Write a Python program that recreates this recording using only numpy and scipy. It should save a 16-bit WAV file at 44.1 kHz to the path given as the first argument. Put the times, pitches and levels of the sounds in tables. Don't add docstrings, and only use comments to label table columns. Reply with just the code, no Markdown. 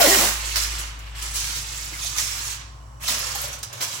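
import sys
import numpy as np
from scipy import signal
from scipy.fft import rfft, irfft, next_fast_len
from scipy.io import wavfile
from scipy.ndimage import uniform_filter1d

SR = 44100
rng = np.random.default_rng(int(sys.argv[2]) if len(sys.argv) > 2 else 0)


def log_audio(samples):
    frames = np.atleast_2d(samples).T
    limited = np.clip(frames, -1, 1)
    pcm = np.round(limited * 32767).astype(np.int16)
    wavfile.write(sys.argv[1], SR, pcm)


N = 176400


def amp(db):
    return 10 ** (np.asarray(db) / 20)


def unit(x):
    return x / np.sqrt(np.mean(x ** 2) + 1e-20)


def along(points, hz):
    freqs, values = np.transpose(points)
    return np.interp(np.log(hz + 1), np.log(freqs + 1), values)


def curves(rows):
    time_s, *columns = np.transpose(rows)
    return [np.interp(np.arange(N) / SR, time_s, column) for column in columns]


def during(rows, fade_s=0.011):
    t = np.arange(N) / SR
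    return np.clip(np.minimum(t - rows[0][0], rows[-1][0] - t) / fade_s + 1, 0, 1)


def filtered(x, response):
    n = x.shape[-1]
    padded = next_fast_len(n + 8192)
    return irfft(rfft(x, padded) * response(np.fft.rfftfreq(padded, 1 / SR)), padded)[..., :n]


def coloured(x, spectrum, size=4096):
    cepstrum = irfft(np.log(amp(along(spectrum, np.fft.rfftfreq(size, 1 / SR)))))
    cepstrum[1:size // 2] *= 2
    cepstrum[size // 2 + 1:] = 0
    impulse = irfft(np.exp(rfft(cepstrum)))
    return unit(signal.fftconvolve(x, impulse[None], axes=1)[:, :x.shape[1]])


def evened(x, size=2600):
    power = uniform_filter1d(np.mean(x ** 2, axis=0), size)
    return x / np.sqrt(np.abs(power) + 1e-9)


def noise_band(hz, width_hz):
    return unit(filtered(rng.standard_normal((2, N)), lambda f: np.exp(-((f - hz) / width_hz) ** 2)))


def creases(per_s, spread_db, life_s, top_hz, size=128):
    when, pitch, strength, life, place, phase = rng.random((int(per_s * N / SR), 6)).T[:, :, None]
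    k = np.arange(size)
    decay_samples = life_s * SR * 4 ** (life - .5)
    gain = amp(-spread_db * np.log(1 - .99 * strength)) / np.sqrt(decay_samples)
    rings = gain * np.exp(-k / decay_samples) * np.cos(2 * np.pi * (pitch * top_hz * k / SR + phase))
    at = (when * N).astype(int) + k
    lags = (40 * place).astype(int), 16
    return np.array([np.bincount((at + lag).ravel(), rings.ravel(), N)[:N] for lag in lags])


# time_s, pitch_hz, level_db
MOTOR_HUM = [(0.0, 53.6, -37.5), (0.73, 55.1, -32), (0.96, 53.85, -37.5), (1.28, 55.15, -35),
             (1.59, 54.6, -39), (2.61, 56.96, -42), (3.24, 57.7, -43), (3.49, 59.9, -42), (3.65, 57, -47.5),
             (3.78, 60, -70)]
# freq_hz, gain_db
RUMBLE_SPECTRUM = [(20, -28), (45, -24), (70, -10), (100, -11), (122, 0), (150, -12), (190, -26),
                   (400, -32), (2000, -78)]
AIR_SPECTRUM = [(60, -20.5), (230, 1.5), (400, -6.5), (750, -0.5), (1060, 2), (1400, -5.5), (3000, -19.5),
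                (8000, -15.5), (16000, -30)]
# pitch_hz, level_db
WHINE_BANDS = [(1080, -60.5), (2970, -69), (5630, -69), (7660, -69)]


def appliances(mains_hz=101, mains_db=-52, rumble_db=-49, air_db=-51):
    motor_hz, motor_db = curves(MOTOR_HUM)
    motor = amp(motor_db) * np.sin(2 * np.pi * np.cumsum(motor_hz) / SR)
    mains = amp(mains_db) * np.sin(2 * np.pi * mains_hz * np.arange(N) / SR)
    rumble = unit(filtered(rng.standard_normal(N), lambda f: amp(along(RUMBLE_SPECTRUM, f))))
    air = unit(filtered(rng.standard_normal((2, N)), lambda f: amp(along(AIR_SPECTRUM, f))))
    whines = sum(amp(db) * noise_band(hz, width_hz=83) for hz, db in WHINE_BANDS)
    return np.sqrt(2) * (motor + mains) + amp(rumble_db) * rumble + amp(air_db) * air + whines


# freq_hz, t60_s
KITCHEN_DECAY = [(150, 0.42), (600, 0.61), (2000, 0.67), (4000, 0.66), (8000, 0.47), (12000, 0.26)]


def kitchen(x, early_db=-1.5, early_s=0.011, tail_db=-5.5, rise_s=0.0048, block=8820):
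    noise = rng.standard_normal((N // block + 1, 2, SR // 2))
    hz, t, bands = signal.stft(noise, SR, nperseg=256)
    decay = amp(-60 * t / along(KITCHEN_DECAY, hz)[:, None])
    tails = signal.istft(bands * decay, SR, nperseg=256)[1]
    t = np.arange(tails.shape[-1]) / SR
    tails = unit(tails * np.clip(t / rise_s, 0, 1))
    early = unit(rng.standard_normal(tails.shape) * np.exp(-t / early_s))
    responses = (amp(tail_db) * tails + amp(early_db) * early) / np.sqrt(len(t))
    out = np.zeros((2, N + SR))
    for i, response in zip(range(0, N, block), responses):
        part = signal.fftconvolve(x[:, i:i + block], response, axes=1)
        out[:, i:i + part.shape[1]] += part
    return out[:, :N]


# time_s, crackle_db, rustle_db
LIFTING = [(.4, -37, -37), (.454, -29.5, -38.5), (.54, -31.5, -36.5), (.63, -25.5, -34), (.68, -35.5, -40),
           (.806, -33.5, -38), (.96, -59, -50), (1.07, -53, -46.5), (1.14, -56, -51.5)]
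CARRYING = [(1.149, -45, -41), (1.165, -40.5, -43), (1.244, -32.5, -38.5), (1.325, -37, -44),
            (1.355, -26.5, -39), (1.52, -31, -40), (1.565, -29, -41), (1.621, -36.5, -45.5),
            (1.72, -35, -42), (1.81, -33.5, -44), (1.91, -39.5, -43.5), (2.0, -34.5, -43)]
SPREADING = [(2.012, -32.5, -43), (2.045, -27, -44), (2.138, -36.5, -42), (2.184, -22, -31.5),
             (2.217, -29.5, -41.5), (2.384, -32.5, -39.5), (2.518, -30.5, -39.5), (2.562, -43, -49),
             (2.62, -63, -45)]
PRESSING = [(3.005, -47, -52), (3.03, -32.5, -38.5), (3.07, -28, -42.5), (3.092, -22.5, -33),
            (3.172, -30, -39.5), (3.45, -33, -41), (3.5, -45.5, -42.5), (3.535, -32.5, -45),
            (3.6, -73, -53), (3.67, -68, -60)]
TUCKING = [(3.735, -61, -41.5), (3.75, -41.5, -48), (3.797, -44, -45), (3.825, -23.5, -31.5),
           (3.866, -37, -49.5), (3.94, -32, -42), (4.0, -39.5, -44.5)]
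# freq_hz, gain_db
CRACKLE_SPECTRUM = [(300, -54), (1500, -17.5), (3000, -4), (4500, -1), (6000, 1.5), (8000, -0.5),
                    (11000, -4), (16000, -9.5)]
RUSTLE_SPECTRUM = [(80, -42.5), (250, -7.5), (450, -9.5), (700, -10), (1050, -1), (2000, 0.5), (2800, 1),
                   (4500, -6.5), (16000, -40)]
TRAY_SPECTRUM = [(100, -16), (300, -19), (550, -3), (800, -7.5), (1300, -5), (3000, -31), (16000, -76)]


def handling(hollow_db=-4.5):
    small = creases(per_s=3000, spread_db=3.5, life_s=0.0002, top_hz=17000, size=40)
    wide = creases(per_s=900, spread_db=1, life_s=0.00059, top_hz=4960)
    over_tray = creases(per_s=250, spread_db=3, life_s=0.00072, top_hz=2087)
    crackle = evened(coloured(small, CRACKLE_SPECTRUM))
    rustle = evened(coloured(wide, RUSTLE_SPECTRUM))
    hollow = evened(coloured(over_tray, TRAY_SPECTRUM)) * amp(hollow_db)
    in_air = np.vstack([LIFTING, CARRYING, SPREADING])
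    on_tray = np.vstack([PRESSING, TUCKING])
    out = np.zeros((2, N))
    for moves, body in ((in_air, rustle), (on_tray, rustle + hollow)):
        crackle_db, rustle_db = curves(moves)
        out += during(moves) * (amp(crackle_db + 1) * crackle + amp(rustle_db + 2) * body)
    return out


# start_s, level_db, pitch_hz, decay_s
CREASE_SNAPS = [(0.558, -15, 5140, 0.025), (0.79, -27, 8200, 0.011), (.991, -35.5, 6750, 0.0037),
                (1.224, -25.5, 7100, .014), (1.341, -26, 7000, 0.053), (1.556, -26.5, 5520, 0.015),
                (2.197, -23, 6540, 0.038), (3.08, -16.5, 5000, 0.02), (3.191, -25, 12100, .0074),
                (3.352, -23.5, 12500, .012), (3.415, -18.5, 14200, .004), (3.441, -27, 7020, .012),
                (3.481, -30, 11500, 0.0049), (3.588, -34, 8500, .005), (3.63, -21.5, 5600, 0.0069),
                (3.729, -28.5, 6200, .0076), (3.807, -22, 5270, 0.026)]
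# freq_hz, gain_db
SNAP_SPECTRUM = [(100, -26), (500, -8.5), (1500, -5), (6000, -10.5), (10000, -6), (16000, -4.5)]


def snaps(ring_q=2.8, ring_gain=4.3):
    out = np.zeros((2, N + SR))
    swarm = evened(creases(per_s=2800, spread_db=2, life_s=0.0001, top_hz=18000, size=32), size=400)
    t = np.arange(SR // 8) / SR
    for start_s, db, hz, decay_s in CREASE_SNAPS:
        i = round(start_s * SR)
        run = swarm[:, i:i + len(t)] * np.exp(-t / decay_s)
        run[:, 0] += 7
        rung = filtered(run, lambda f: 1 + ring_gain / (1 + 1j * ring_q * (f / hz - hz / (f + 1))))
        gain = amp(db) * np.sqrt(decay_s / t[-1] / 2)
        out[:, i:i + len(t)] += gain * coloured(rung, SNAP_SPECTRUM)
    return out[:, :N]


# start_s, level_db, pitch_hz, swell_s, glide_hz_per_s
PANEL_RINGS = [(.012, -23, 1402, .018, 1500), (.035, -27, 2035, 0.032, -600),
               (.105, -25, 1920, 0.021, -2800), (.118, -26, 1950, .02, 4500),
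               (.138, -27, 2860, 0.0083, 4000), (1.905, -49, 301, 0.018, 0),
               (1.934, -36, 2100, 0.0067, -3000), (2.045, -40, 700, 0.0055, 0),
               (3.35, -34, 805, 0.0075, -7), (3.468, -46, 543, 0.015, 2)]


def panels(waver_rad=1.2):
    out = np.zeros((2, N))
    for start_s, db, hz, swell_s, glide in PANEL_RINGS:
        t = np.maximum(np.arange(N) / SR - start_s, 0)
        phase = 2 * np.pi * (hz + glide * t / 2) * t + waver_rad * noise_band(0, width_hz=185)
        envelope = (t / swell_s * np.exp(1 - t / swell_s)) ** 2
        out += amp(db) * envelope * np.sin(phase)
    return np.sqrt(2) * out


# time_s, split_db, flutter_db
TEAR_LEVELS = [(0.0, -14.5, -16), (0.028, -18.5, -25.5), (0.108, -18, -29), (0.12, -18.5, -25),
               (0.224, -21, -26), (0.26, -23, -27), (0.4, -39.5, -44)]
# freq_hz, gain_db
SPLIT_SPECTRUM = [(300, -46), (1500, -40), (3000, -3.5), (4500, -3.5), (6500, -1), (8000, -1.5),
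                  (11000, -3.5), (16000, -3.5)]
FLUTTER_SPECTRUM = [(100, -43), (300, -19), (600, -11), (1000, 0.5), (2000, -0.5), (2800, -3),
                    (4500, -11.5), (16000, -37)]


def tear():
    split_db, flutter_db = curves(TEAR_LEVELS)
    small = creases(per_s=4500, spread_db=2.5, life_s=0.00008, top_hz=16600, size=32)
    wide = creases(per_s=1700, spread_db=4, life_s=0.00055, top_hz=5040)
    split = evened(coloured(small, SPLIT_SPECTRUM)) * amp(split_db + 3)
    flutter = evened(coloured(wide, FLUTTER_SPECTRUM)) * amp(flutter_db + 0.5)
    return (split + flutter) * during(TEAR_LEVELS)


# time_s, teeth_per_s
TOOTH_RATE = [(0, 800), (.01, 690), (.024, 670), (.033, 720), (.041, 610), (.052, 550), (.066, 520),
              (.071, 315), (.098, 325), (.11, 400), (.17, 380), (.18, 200), (.23, 215), (.32, 230)]
# time_s, tone_db, rasp_db
DRONE_LEVELS = [(0, -29, -22.5), (.018, -15.5, -24), (.032, -33, -27), (.05, -18.5, -22.5),
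                (.066, -34, -22), (.088, -32, -23.5), (.105, -48, -24), (.132, -26, -27), (.15, -36, -37),
                (.175, -34, -33), (.195, -36, -29.5), (.225, -30.5, -26.5), (.265, -38, -30.5),
                (.32, -52, -43)]
# freq_hz, gain_db
RASP_SPECTRUM = [(60, -57.5), (190, -2), (280, -1.5), (420, 0), (700, -3.5), (1000, -5.5), (1400, -14.5),
                 (2000, -10), (4000, -31), (16000, -40)]


def teeth(scatter_periods=0.047, scatter_growth_per_s=0.3, spread_db=2, waver_rad=0.63, lead_s=0.00049):
    rate_hz, = curves(TOOTH_RATE)
    tone_db, rasp_db = curves(DRONE_LEVELS)
    teeth_cut = np.cumsum(rate_hz) / SR
    at = np.flatnonzero(np.diff(np.floor(teeth_cut)))
    late, strength = rng.standard_normal((len(at), 2)).T
    scatter = scatter_periods + scatter_growth_per_s * at / SR
    at = np.clip(at + scatter * late * SR / rate_hz[at], 0, N - 1).astype(int)
    plucks = np.bincount(at, amp(spread_db * strength), N)[None]
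    rasp = evened(coloured(plucks, RASP_SPECTRUM), size=900)[0] * amp(rasp_db)
    lead = np.array([[.5], [-.5]]) * lead_s * rate_hz
    phase = 2 * np.pi * (teeth_cut + lead) + waver_rad * noise_band(0, width_hz=185)
    tone = np.sqrt(2) * np.cos(phase) * amp(tone_db)
    gate = during(TOOTH_RATE)
    return tone * gate, rasp * gate


def scene():
    crinkle = tear() + handling() + snaps()
    tone, rasp = teeth()
    rings = panels()
    pan_left = amp([[1.5], [-1.5]])
    room = kitchen(crinkle + amp(-4.5) * (rasp + rings) + amp(-8) * tone)
    return amp(-7) * crinkle + pan_left * (tone + rasp) + rings + room + appliances()


# freq_hz, side_gain
STEREO_WIDTH = [(100, 0.88), (400, 0.83), (1000, 1.12), (6000, 0.86), (8000, 0.91), (9300, 0.3),
                (16000, 0.1)]
# freq_hz, left_minus_right_db
STEREO_BALANCE = [(60, 2), (150, -2.5), (400, 2.5), (950, -2), (2000, -2.5), (4000, -3), (6000, -9),
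                  (8000, -3), (10000, 0)]
# freq_hz, left_lead_rad
TREBLE_PHASE = [(7500, 0), (8600, 2), (9200, 3.14), (9550, 3.14), (10200, 0), (12200, 0), (12700, -3.14),
                (13900, -3.14), (14700, -6.28)]


def record(dry, top_hz=15900):
    mid = (dry[0] + dry[1]) / 2
    side = filtered((dry[0] - dry[1]) / 2, lambda f: along(STEREO_WIDTH, f))
    halves = np.array([[.5], [-.5]])

    def response(f):
        balance = amp(halves * along(STEREO_BALANCE, f))
        return balance * np.exp(1j * halves * along(TREBLE_PHASE, f)) * (f < top_hz)

    return filtered(np.array([mid + side, mid - side]), response)


dry = scene()
out = record(dry)
log_audio(out)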